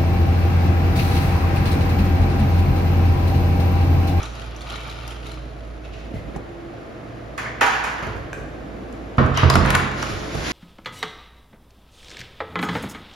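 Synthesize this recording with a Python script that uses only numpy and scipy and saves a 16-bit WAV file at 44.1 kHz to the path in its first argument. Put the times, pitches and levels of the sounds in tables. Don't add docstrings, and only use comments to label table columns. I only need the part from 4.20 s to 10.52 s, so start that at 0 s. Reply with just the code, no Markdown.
import sys
import numpy as np
from scipy import signal
from scipy.fft import rfft, irfft, next_fast_len
from scipy.io import wavfile
from scipy.ndimage import map_coordinates

SR = 44100
rng = np.random.default_rng(int(sys.argv[2]) if len(sys.argv) > 2 else 0)


def put_to_file(sound):
    columns = np.atleast_2d(sound).T
    safe = np.clip(columns, -1, 1)
    whole_steps = np.round(safe * 32767)
    wavfile.write(sys.argv[1], SR, whole_steps.astype(np.int16))


N = 278712

# frequency in Hz, relative density in dB.
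FLOOR_THUD = [(20, -2), (45, 0.5), (90, 3), (150, 0), (250, -22.5), (500, -7.5), (1500, -42)]
HARD_CLICK = [(700, -1), (1800, 4), (3500, 0.5), (6500, 6), (10000, 1.5), (15000, -9)]
METAL_CRACK = [(700, -9), (1800, 6.5), (3500, 1.5), (6500, 1), (10000, 0), (12300, -1), (15000, -19)]
SHEET_METAL = [(200, -5), (550, -5.5), (800, -2.5), (1100, 2), (1600, -6), (2200, -14.5), (3200, -18),
               (6000, -32), (9000, -46), (15000, -58)]


def amp(db):
    return 10 ** (np.asarray(db) / 20)


def unit(x):
    return x / np.sqrt(np.mean(x ** 2) + 1e-20)


def along(points, hz):
    knots_hz, values = np.transpose(points)
    return np.interp(np.log(hz + 1), np.log(knots_hz + 1), values)


def curve(points):
    knots_s, values = np.transpose(points)
    return np.interp(np.arange(N) / SR, knots_s, values)


def wobble(knots_per_s):
    knots = rng.standard_normal(1024)
    return map_coordinates(knots, [np.arange(N) * knots_per_s / SR], mode="wrap")


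def swell(s, db, half_s):
    return amp(db) * np.exp(-((np.arange(N) / SR - s) / half_s) ** 2 / 2)


def filtered(x, response):
    n = x.shape[-1]
    padded = next_fast_len(n + 8192)
    return irfft(rfft(x, padded) * response(np.fft.rfftfreq(padded, 1 / SR)), padded)[..., :n]


def coloured(x, spectrum):
    return filtered(x, lambda hz: amp(along(spectrum, hz)))


def noise(spectrum, size=N):
    return unit(coloured(rng.standard_normal((2, size)), spectrum))


def spray(spectrum, per_s, spread_db, grain_share):
    hits = (rng.random(N) < per_s / SR) * rng.standard_normal((2, N))
    sizes = amp(spread_db * np.clip(rng.standard_normal(N), -2, 2))
    grains = unit(coloured(hits * sizes, spectrum))
    return np.sqrt(grain_share) * grains + np.sqrt(1 - grain_share) * noise(spectrum)


def burst(spectrum, t60_s, attack_s):
    t = np.arange(SR // 2) / SR
    envelope = amp(-60 * t / t60_s) * (1 - np.exp(-t / attack_s))
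    return unit(noise(spectrum, len(t)) * envelope) * np.sqrt(np.mean(envelope ** 2))


def ring(modes, size, scatter_db, pitch=1):
    t = np.arange(size) / SR
    return sum(amp(db + scatter_db * rng.standard_normal() - 60 * t / t60_s)
               * np.sin(2 * np.pi * hz * pitch * t) for hz, db, t60_s in modes)


def add(track, s, x):
    part = track[:, max(round(s * SR), 0):][:, :x.shape[-1]]
    part += x[..., :part.shape[1]]


def room(x, wet_db):
    # frequency in Hz, T60 in seconds.
    tile_decay = [(60, 0.69), (250, 0.68), (800, 0.94), (2000, 1.08), (5000, 0.87), (8000, 0.54),
                  (13000, 0.29)]
    hz, t, bands = signal.stft(rng.standard_normal((2, 3 * SR // 2)), SR, nperseg=256)
    decay = amp(-60 * t / along(tile_decay, hz)[:, None])
    onset = 1 - np.exp(-t / 0.0017)
    tail = signal.istft(bands * decay * onset, SR, nperseg=256)[1]
    impulse = amp(wet_db) * tail / np.linalg.norm(tail[0])
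    impulse[:, 0] += 1
    return signal.fftconvolve(np.atleast_2d(x), impulse, axes=1)[:, :N]


def fan_hum():
    # time in seconds, distance from the wall in metres.
    walk = [(1.6, 1.2), (2.3, 1.58), (2.7, 1.87), (3.1, 2.07), (6.32, 2.26)]
    # harmonic number, crest level in dB, distance from wall to node in metres.
    harmonics = [(1, -31.5, 1.835), (2, -49.5, 1.14)]
    fan_hz, sound_m_per_s, node_fill = 56.8, 343, 0.039
    position_m = curve(walk)
    phase = 2 * np.pi * np.cumsum(fan_hz + 0.81 * wobble(6.4)) / SR
    hum = 0
    for k, db, node_m in harmonics:
        rad_per_m = 2 * np.pi * k * fan_hz / sound_m_per_s
        standing = np.hypot(np.sin(rad_per_m * (position_m - node_m)), node_fill)
        hum += amp(db + 1.3 * wobble(13)) * standing * np.sin(k * phase)
    return hum


def ventilation():
    # centre in Hz, width in Hz, relative level in dB.
    duct_modes = [(143, 8.1, -44.5), (241, 92, -58), (313.3, 5.1, -44.5), (343.3, 7.8, -50.5),
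                  (428.7, 19, -43.5), (661, 23, -45.5)]
    # frequency in Hz, relative density in dB.
    air_spectrum = [(76, -46), (130, -16.5), (168, -7.5), (344, -3), (446, -12.5), (492, -5), (543, -7.5),
                    (663, -5), (929, -17.5), (1110, -15), (4930, -32.5), (8270, -41), (12100, -43),
                    (15000, -65)]
    # time in seconds, relative level in dB.
    air_levels = [(1.55, -42.5), (2, -41), (2.7, -39), (4.8, -38), (6.32, -32.5)]
    hum_levels = [(0, -46), (.85, -43), (1.4, -48), (2.4, -56), (2.85, -45), (3.3, -42.5), (3.7, -54)]
    hum_hz = 117.1

    def duct_gain(f):
        return sum(amp(db) / np.sqrt(width_hz) / (1 + (2 * (f - hz) / width_hz) ** 2)
                   for hz, width_hz, db in duct_modes)

    drone = amp(-45.5) * unit(filtered(rng.standard_normal((2, N)), duct_gain))
    hum_gain = amp(curve(hum_levels) + 1.5 * wobble(11))
    hum = hum_gain * np.sin(2 * np.pi * np.cumsum(hum_hz + 3 * wobble(12)) / SR)
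    air = amp(curve(air_levels) + 0.5 + 0.16 * wobble(5.6)) * noise(air_spectrum)
    rumble = amp(-44.5) * noise(FLOOR_THUD)
    return hum + drone + air + rumble


def water_flow():
    # centre in seconds, peak in dB, half length in seconds.
    spurts = [(.01, -33.5, 0.038), (0.208, -38, 0.04), (0.536, -35, 0.056), (0.697, -40.5, 0.072),
              (0.88, -40.5, 0.066), (1.084, -41, 0.052)]
    flow_db, steady_until_s, fall_db_per_s = -44.5, 0.56, 7.5
    even = amp(flow_db - fall_db_per_s * np.maximum(np.arange(N) / SR - steady_until_s, 0))
    return np.sqrt(even ** 2 + sum(swell(*spurt) ** 2 for spurt in spurts))


def bubble(hz, cycles):
    age = np.arange(SR // 16) / SR * hz / cycles
    return np.exp(-age) * np.sin(2 * np.pi * cycles * age * (1 + 0.028 * age))


def drops(flow):
    # frequency in Hz, level in dB, T60 in seconds.
    bowl_modes = [(1230, -2.5, 0.031), (1435, -7, 0.033), (1790, -9, 0.037), (2720, -4.5, 0.019),
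                  (3170, -3.5, 0.022), (3850, -2.5, 0.016)]
    # start in seconds, relative level in dB, bubble pitch in Hz.
    loud_drops = [(0.03, -23, 5900), (0.055, -27.5, 3800), (0.152, -32, 4660), (0.217, -35, 3040),
                  (0.26, -46, 4800), (0.363, -30.5, 5830), (0.4077, -30, 3360), (0.417, -29, 4300),
                  (0.4993, -25, 3160), (0.5614, -28, 3700), (0.6975, -27.5, 3900), (0.878, -29, 5030),
                  (0.907, -28.5, 3050), (1.0663, -31.5, 3760), (1.116, -30, 3980)]
    # start in seconds, level in dB.
    droplets = [(0.262, -42), (0.633, -40), (0.678, -40), (0.878, -30), (0.903, -40), (1.069, -37),
                (1.121, -44)]
    # frequency in Hz, relative density in dB.
    droplet_spectrum = [(2000, -25), (5000, -9), (10000, 3), (15000, -6)]
    count, splatter_s = 150, 1.2
    out = np.zeros((2, N))
    for when, pitch, size, side in rng.random((count, 4)):
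        s = splatter_s * when
        gain = flow[int(s * SR)] * amp(-7 + 9.3 * size)
        pan = np.sqrt([[side], [1 - side]])
        detune = 1 + 0.045 * rng.standard_normal()
        bowl = ring(bowl_modes, size=SR // 16, scatter_db=4, pitch=detune)
        plink = amp(-2) * bubble(2200 + 3200 * pitch ** 2, cycles=14.6)
        add(out, s, gain * pan * (bowl + plink))
    for s, db, hz in loud_drops:
        add(out, s, amp(db - 4.5) * bubble(hz, cycles=14))
        add(out, s, amp(db - 8.5) * burst(HARD_CLICK, t60_s=0.038, attack_s=0.00064))
    for s, db in droplets:
        add(out, s, amp(db) * burst(droplet_spectrum, t60_s=0.013, attack_s=0.0002))
    return out


def trickle():
    # frequency in Hz, relative density in dB.
    fizz_spectrum = [(530, -11), (900, 4), (1040, -13), (1240, 2), (1480, 1.5), (1620, -29), (1900, -9.5),
                     (2400, -7.5), (4310, -9), (6980, -17), (8040, -53), (10100, -12.5), (15000, -41)]
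    crackle_spectrum = [(900, -28), (2200, 1), (3300, 1.5), (5000, -3.5), (7000, -7.5), (12000, -12),
                        (15000, -22)]
    flow = water_flow()
    splatter = drops(flow)
    flicker = amp(-3 + 1.8 * wobble(25.56))
    fizz = flow * flicker * spray(fizz_spectrum, per_s=900, spread_db=2.5, grain_share=0.51)
    crackle = flow * amp(-11) * spray(crackle_spectrum, per_s=170, spread_db=5, grain_share=1)
    return fizz + room(splatter + crackle, wet_db=-3.5)


def rubbing():
    # centre in seconds, level in dB, half length in seconds, pitch in Hz.
    sole_rubs = [(1.654, -46.5, 0.009, 2740), (1.74, -45, .008, 3000), (1.79, -50.5, 0.043, 2700),
                 (1.972, -49, .025, 2090), (2.09, -53.5, 0.016, 2430), (2.153, -44, .005, 1730)]
    # centre in seconds, level in dB, half length in seconds.
    low_rubs = [(1.87, -40.5, 0.022), (1.92, -36.5, .012), (2.084, -36.5, .025), (2.152, -37, .02),
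                (2.195, -38, 0.014), (3.85, -36, 0.014), (4.393, -43, 0.083), (4.72, -39.5, 0.18)]
    # frequency in Hz, relative density in dB.
    sole_spectrum = [(700, -28), (1700, -11), (2250, -10), (2500, 0), (2750, -9), (3400, -10), (6000, -18),
                     (13000, -38)]
    low_spectrum = [(60, -23), (160, -6), (250, 1), (340, -2.5), (520, -7.5), (900, -19.5), (2000, -45.5)]
    reference_hz = 2580
    soles = 0
    for s, db, half_s, hz in sole_rubs:
        shifted = [(f * hz / reference_hz, level) for f, level in sole_spectrum]
        soles += swell(s, db, half_s) * noise(shifted)
    low = sum(swell(*row) for row in low_rubs) * noise(low_spectrum)
    return room(soles, wet_db=-2.5) + room(low, wet_db=-8)


def footsteps():
    # start in seconds, floor thud in dB, heel push in dB.
    footfalls = [(1.941, -27.5, -22), (3.835, -33, -38), (3.884, -32.5, -24), (3.956, -31, -33),
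                 (4.172, -30.5, -33), (5.899, -27.5, -30), (6.148, -26.5, -36)]
    # start in seconds, level in dB.
    scuffs = [(1.94, -49), (2.161, -21.5), (3.826, -26.5), (3.867, -25.5), (6.149, -18)]
    taps = [(2.162, -23)]
    # frequency in Hz, relative density in dB.
    scuff_spectrum = [(100, 9), (400, 0), (900, -1.5), (2000, -47), (6000, -22), (14000, -33)]
    # frequency in Hz, level in dB, T60 in seconds.
    tap_modes = [(560, -4, 0.029), (780, -6, 0.02)]
    start_hz, end_hz, fall_s, heel_t60_s = 284, 105, 0.0096, 0.036
    t = np.arange(SR // 4) / SR
    heel_hz = end_hz + (start_hz - end_hz) * np.exp(-t / fall_s)
    heel = amp(-60 * t / heel_t60_s) * np.sin(2 * np.pi * np.cumsum(heel_hz) / SR)
    thuds = [(s, db) for s, db, _ in footfalls] + [(s, db - 21) for s, db in scuffs]
    out = np.zeros((2, N))
    for s, db in thuds:
        add(out, s, room(amp(db) * burst(FLOOR_THUD, t60_s=0.34, attack_s=0.0012), wet_db=-2))
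    for s, _, heel_db in footfalls:
        add(out, s, room(amp(heel_db) * heel, wet_db=-11))
    for s, db in scuffs:
        add(out, s, room(amp(db) * burst(scuff_spectrum, t60_s=0.057, attack_s=0.00011), wet_db=-17.5))
    for s, db in taps:
        add(out, s, room(amp(db) * ring(tap_modes, size=SR // 8, scatter_db=-1), wet_db=0))
    return out


def hinges():
    # centre in seconds, pitch in Hz, level in dB, half length in seconds, jitter as a share.
    creaks = [(2.403, 341.6, -41, 0.14, 0.0446), (3.269, 1954, -31.5, 0.013, 0.11)]
    grip_changes_per_s = 260
    out = 0
    for s, hz, db, half_s, jitter in creaks:
        slip_hz = hz * (1 + jitter * wobble(grip_changes_per_s))
        out += swell(s, db, half_s) * np.sin(2 * np.pi * np.cumsum(slip_hz) / SR)
    return room(out, wet_db=-2)


def far_door():
    # start in seconds, clatter in dB, click and thump in dB relative to the clatter.
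    knocks = [(3.177, -24, -6, -30), (3.409, -10.5, -12.5, -16), (3.464, -24, -4, -23),
              (3.529, -23, -22, -14), (3.592, -30, -19, -24), (3.638, -22.5, -7, -26),
              (3.674, -30, -17, -24), (3.711, -32, -22, -24), (3.779, -32, -25, -17),
              (3.824, -28.5, -23, -11), (3.866, -37.5, -27.5, -11)]
    # frequency in Hz, level in dB, T60 in seconds.
    metal_modes = [(784, -9, .7), (960, -4.5, 0.84), (1146, -3, 0.3), (1276, -7, 0.31), (1476, -3.5, 0.6),
                   (1695, -6, 0.5), (1793, 6.5, 0.21), (1930, -4, 0.23), (2160, -9, 0.25),
                   (2525, 4.5, 0.14), (2625, -8, 0.4), (3260, -13, 0.43)]
    leaf_modes = [(273, -5, 0.22), (340, -8, .2), (431.4, -2.5, 0.5), (535, -1, 0.28)]
    # frequency in Hz, relative density in dB.
    clatter_spectrum = [(140, -35), (230, -16.5), (369, -27), (432, -5), (571, -13), (768, -0.5),
                        (1250, -1.5), (1570, -2), (1800, -4.5), (2400, -9), (3100, -12.5), (3700, -17.5),
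                        (6950, -21), (8140, -54), (8570, -56), (9360, -26.5), (12000, -23.5), (15000, -105)]
    rise = 1 - np.exp(-np.arange(SR) / SR / 0.0036)
    out = np.zeros((2, N))
    for s, db, click_db, thump_db in knocks:
        add(out, s, amp(db - 15.5) * rise * ring(metal_modes, size=SR, scatter_db=2))
        add(out, s, amp(db + thump_db) * rise * ring(leaf_modes, size=SR, scatter_db=0.5))
        clatter = burst(clatter_spectrum, t60_s=0.1, attack_s=0.0026)
        click = amp(click_db) * burst(HARD_CLICK, t60_s=0.051, attack_s=0.0012)
        add(out, s, amp(db) * room(clatter + click, wet_db=3.5))
    return out


def fitting():
    # start in seconds, ring in dB, crack in dB.
    clicks = [(4.1307, -27, -32)]
    # frequency in Hz, level in dB, T60 in seconds.
    fitting_modes = [(1150, -7, 0.038), (1594, 1.5, 0.019), (2420, -5, .014), (6120, -4.5, 0.0065),
                     (7500, -3, .006)]
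    out = np.zeros((2, N))
    for s, ring_db, crack_db in clicks:
        ping = amp(ring_db) * ring(fitting_modes, size=SR // 2, scatter_db=1)
        crack = amp(crack_db) * burst(METAL_CRACK, t60_s=0.014, attack_s=0.00025)
        add(out, s, room(ping + crack, wet_db=0))
    return out


def latch():
    # start in seconds, relative ring, crack and door-skin knock in dB, ring pitch in Hz.
    strikes = [(5.1742, -7, -37, -14, 5850), (5.3, -2, -27.5, -10.5, 5020), (5.339, -11, -39, -28, 4450),
               (5.355, -6.5, -29.5, -11, 5330), (5.45, -22, -43, -27, 3630), (5.504, -17, -28.5, -14, 3550),
               (5.551, -16, -25.5, -27, 3900), (5.8262, -12.5, -39, -18.5, 5680)]
    # frequency in Hz, level in dB, T60 in seconds.
    bolt_modes = [(2530, -10, 0.025), (3990, -6.5, 0.014), (4880, 1, 0.0087), (5380, -11, 0.007),
                  (6850, -24, 0.005)]
    housing_modes = [(1210, -2, .05), (1410, 1, 0.055), (1477, 5, 0.074), (1750, 4, 0.045),
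                     (1906, 3, 0.055), (2160, -9, 0.043), (2680, -4, 0.051), (3700, -10, 0.051)]
    # start in seconds, level in dB.
    stop_hits = [(5.4533, -31.5), (5.476, -38), (5.542, -33), (5.5515, -23.5), (5.599, -33)]
    ticks = [(4.726, -38.5), (4.973, -42), (5.062, -35), (5.461, -22.5), (5.489, -31), (5.715, -33)]
    reference_hz, pan_left = 4920, amp([[0], [-5]])
    out = np.zeros((2, N))
    for s, ring_db, crack_db, knock_db, hz in strikes:
        steel = amp(ring_db - 6.5) * ring(bolt_modes, SR // 2, scatter_db=1.5, pitch=hz / reference_hz)
        crack = amp(crack_db + 15.5) * burst(METAL_CRACK, t60_s=0.017, attack_s=0.00023)
        strike = pan_left * steel + crack
        add(out, s, room(strike, wet_db=-4))
        knock = amp(knock_db) * burst(SHEET_METAL, t60_s=0.051, attack_s=0.00074)
        add(out, s, room(knock, wet_db=-2.5))
        bounce_s = 0.0029 * rng.uniform(0.8, 0.87)
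        add(out, s + bounce_s, amp(-10) * strike)
    for s, db in stop_hits:
        add(out, s, room(amp(db) * ring(housing_modes, size=SR // 2, scatter_db=1.5), wet_db=-6))
    for s, db in ticks:
        add(out, s, room(amp(db) * burst(HARD_CLICK, t60_s=0.015, attack_s=0.0002), wet_db=-3))
    return out


def stall_door():
    # start in seconds, relative boom, clang and dry knock in dB.
    bangs = [(4.982, -11, -15, -15), (5.232, -12, -20.5, -11.5), (5.355, -15, -19.5, -13),
             (5.41, -21, -34, -34), (5.451, -21.5, -22, -35), (5.549, -22, -20.5, -17)]
    # start in seconds, level in dB.
    shudders = [(5.005, -19), (5.024, -22), (5.068, -21), (5.091, -26), (5.338, -22)]
    # frequency in Hz, level in dB, T60 in seconds.
    flex_modes = [(57, -2, 0.27), (129, -6, 0.19), (173, -2, 0.083), (237, -3.5, .13), (344, -9, 0.081),
                  (480, -20, 0.05)]
    panel_modes = [(52, -25, 0.45), (88.5, -6, 2), (133.2, 0.5, 1.6), (200.4, -7.5, 1.3), (238.2, -13, 1.6),
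                   (289.6, -7.5, 1.05), (349, -12.5, 1.5), (428, -21, 4.1), (496, -11, 0.98), (628, -10, 1),
                   (916, -26, 0.82), (1065, -2.5, 0.15), (1220, -6, 0.25), (1360, -9, 0.22),
                   (1520, -16, 0.55)]
    # frequency in Hz, relative density in dB.
    cavity_spectrum = [(28, -20), (42, 5), (60, 3), (85, 8), (130, 0), (180, 1.5), (260, -5.5), (480, -6.5),
                       (750, -12), (1500, -66)]
    shudder_spectrum = [(110, -25), (200, 6), (450, 1), (700, -8), (1500, -22), (4000, -52)]
    pan_right = amp([[-2.5], [2.5]])
    body, skin = np.zeros((2, 2, N))
    for s, boom_db, clang_db, knock_db in bangs:
        flex = amp(-7.5) * ring(flex_modes, size=SR // 2, scatter_db=0)
        cavity = amp(-4) * burst(cavity_spectrum, t60_s=0.33, attack_s=0.0022)
        add(body, s, room(amp(boom_db) * (flex + cavity), wet_db=-1))
        add(body, s, amp(boom_db - 12) * ring(panel_modes, size=3 * SR // 2, scatter_db=4.5))
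        clang = amp(clang_db) * burst(SHEET_METAL, t60_s=0.096, attack_s=0.00082)
        add(skin, s, room(clang, wet_db=2.7))
        add(skin, s, amp(knock_db) * burst(SHEET_METAL, t60_s=0.051, attack_s=0.00055))
    for s, db in shudders:
        add(body, s, room(amp(db) * burst(shudder_spectrum, t60_s=0.11, attack_s=0.002), wet_db=-8.5))
    return skin + pan_right * body


def bolt_slide():
    # centre in seconds, level in dB, half length in seconds, ring pitch in Hz.
    pushes = [(5.15, -37, 0.0077, 4470), (5.189, -25, 0.022, 3100), (5.487, -28.5, 0.027, 2540),
              (5.547, -22.5, 0.0085, 2240)]
    # frequency in Hz, relative density in dB.
    scrape_spectrum = [(700, -13), (1200, 8), (1800, 4.5), (2400, 2), (2800, 4), (3020, 5), (3230, 7.5),
                       (3450, -5), (3880, 2), (4350, -9), (4900, -1.5), (7500, -23), (11000, -18),
                       (15000, -47)]
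    reference_hz = 3100
    out = 0
    for s, db, half_s, hz in pushes:
        shifted = [(f * hz / reference_hz, level) for f, level in scrape_spectrum]
        out += swell(s, db, half_s) * spray(shifted, per_s=1200, spread_db=2, grain_share=0.25)
    return room(out, wet_db=0)


def flush():
    # frequency in Hz, relative density in dB.
    pipe_spectrum = [(120, -33), (200, -11), (303, -2.5), (748, -31), (833, -13.5), (1330, -11),
                     (5260, -14.5), (7280, -19), (8260, -54), (8880, -21.5), (10600, -24), (13000, -32),
                     (15000, -87)]
    open_s, open_db, rise_db_per_s, sag_db_per_s = 5.8, -32.5, 209, 15.5
    surge_s, surge_db_per_s = 6.105, 68.5
    t = np.arange(N) / SR
    valve_db = open_db + np.minimum(rise_db_per_s * (t - open_s), -sag_db_per_s * (t - open_s))
    surge_db = surge_db_per_s * np.maximum(t - surge_s, 0)
    gain = amp(valve_db + surge_db + 0.81 * wobble(23))
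    return gain * spray(pipe_spectrum, per_s=1100, spread_db=3, grain_share=0.12)


def scene():
    background = fan_hum() + ventilation()
    water = trickle() + flush()
    movement = footsteps() + rubbing()
    doors = far_door() + fitting() + hinges() + stall_door() + bolt_slide() + latch()
    return background + water + movement + doors


def record(dry):
    # frequency in Hz, gain in dB.
    mid_response = [(200, 3), (700, 1), (2000, 3), (5500, -1), (7400, -2), (8200, -27), (9200, -5.5),
                    (12000, -4), (13500, -8.5), (16000, -35)]
    side_response = [(60, -6.5), (250, -5.5), (700, -0.5), (2000, 2), (5500, -8), (8200, 3.5),
                     (10000, -4.5), (11500, -41), (13000, -6), (14500, 0)]
    right_over_left = [(100, 3), (300, 1.5), (1000, 1), (2200, 0.5), (4500, -2.5), (9000, 0.5)]
    low_cut_hz, top_hz = 35, 16000
    mid = coloured(dry[0] + dry[1], mid_response) / 2
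    side = coloured(dry[0] - dry[1], side_response) / 2
    pair = np.array([mid + side, mid - side])
    pair = filtered(pair, lambda hz: amp(np.outer([-0.5, 0.5], along(right_over_left, hz))))
    pair = signal.sosfilt(signal.butter(5, low_cut_hz, "high", fs=SR, output="sos"), pair)
    return filtered(np.clip(pair, -1, 1), lambda hz: hz < top_hz)


dry = scene()
out = record(dry)
put_to_file(out)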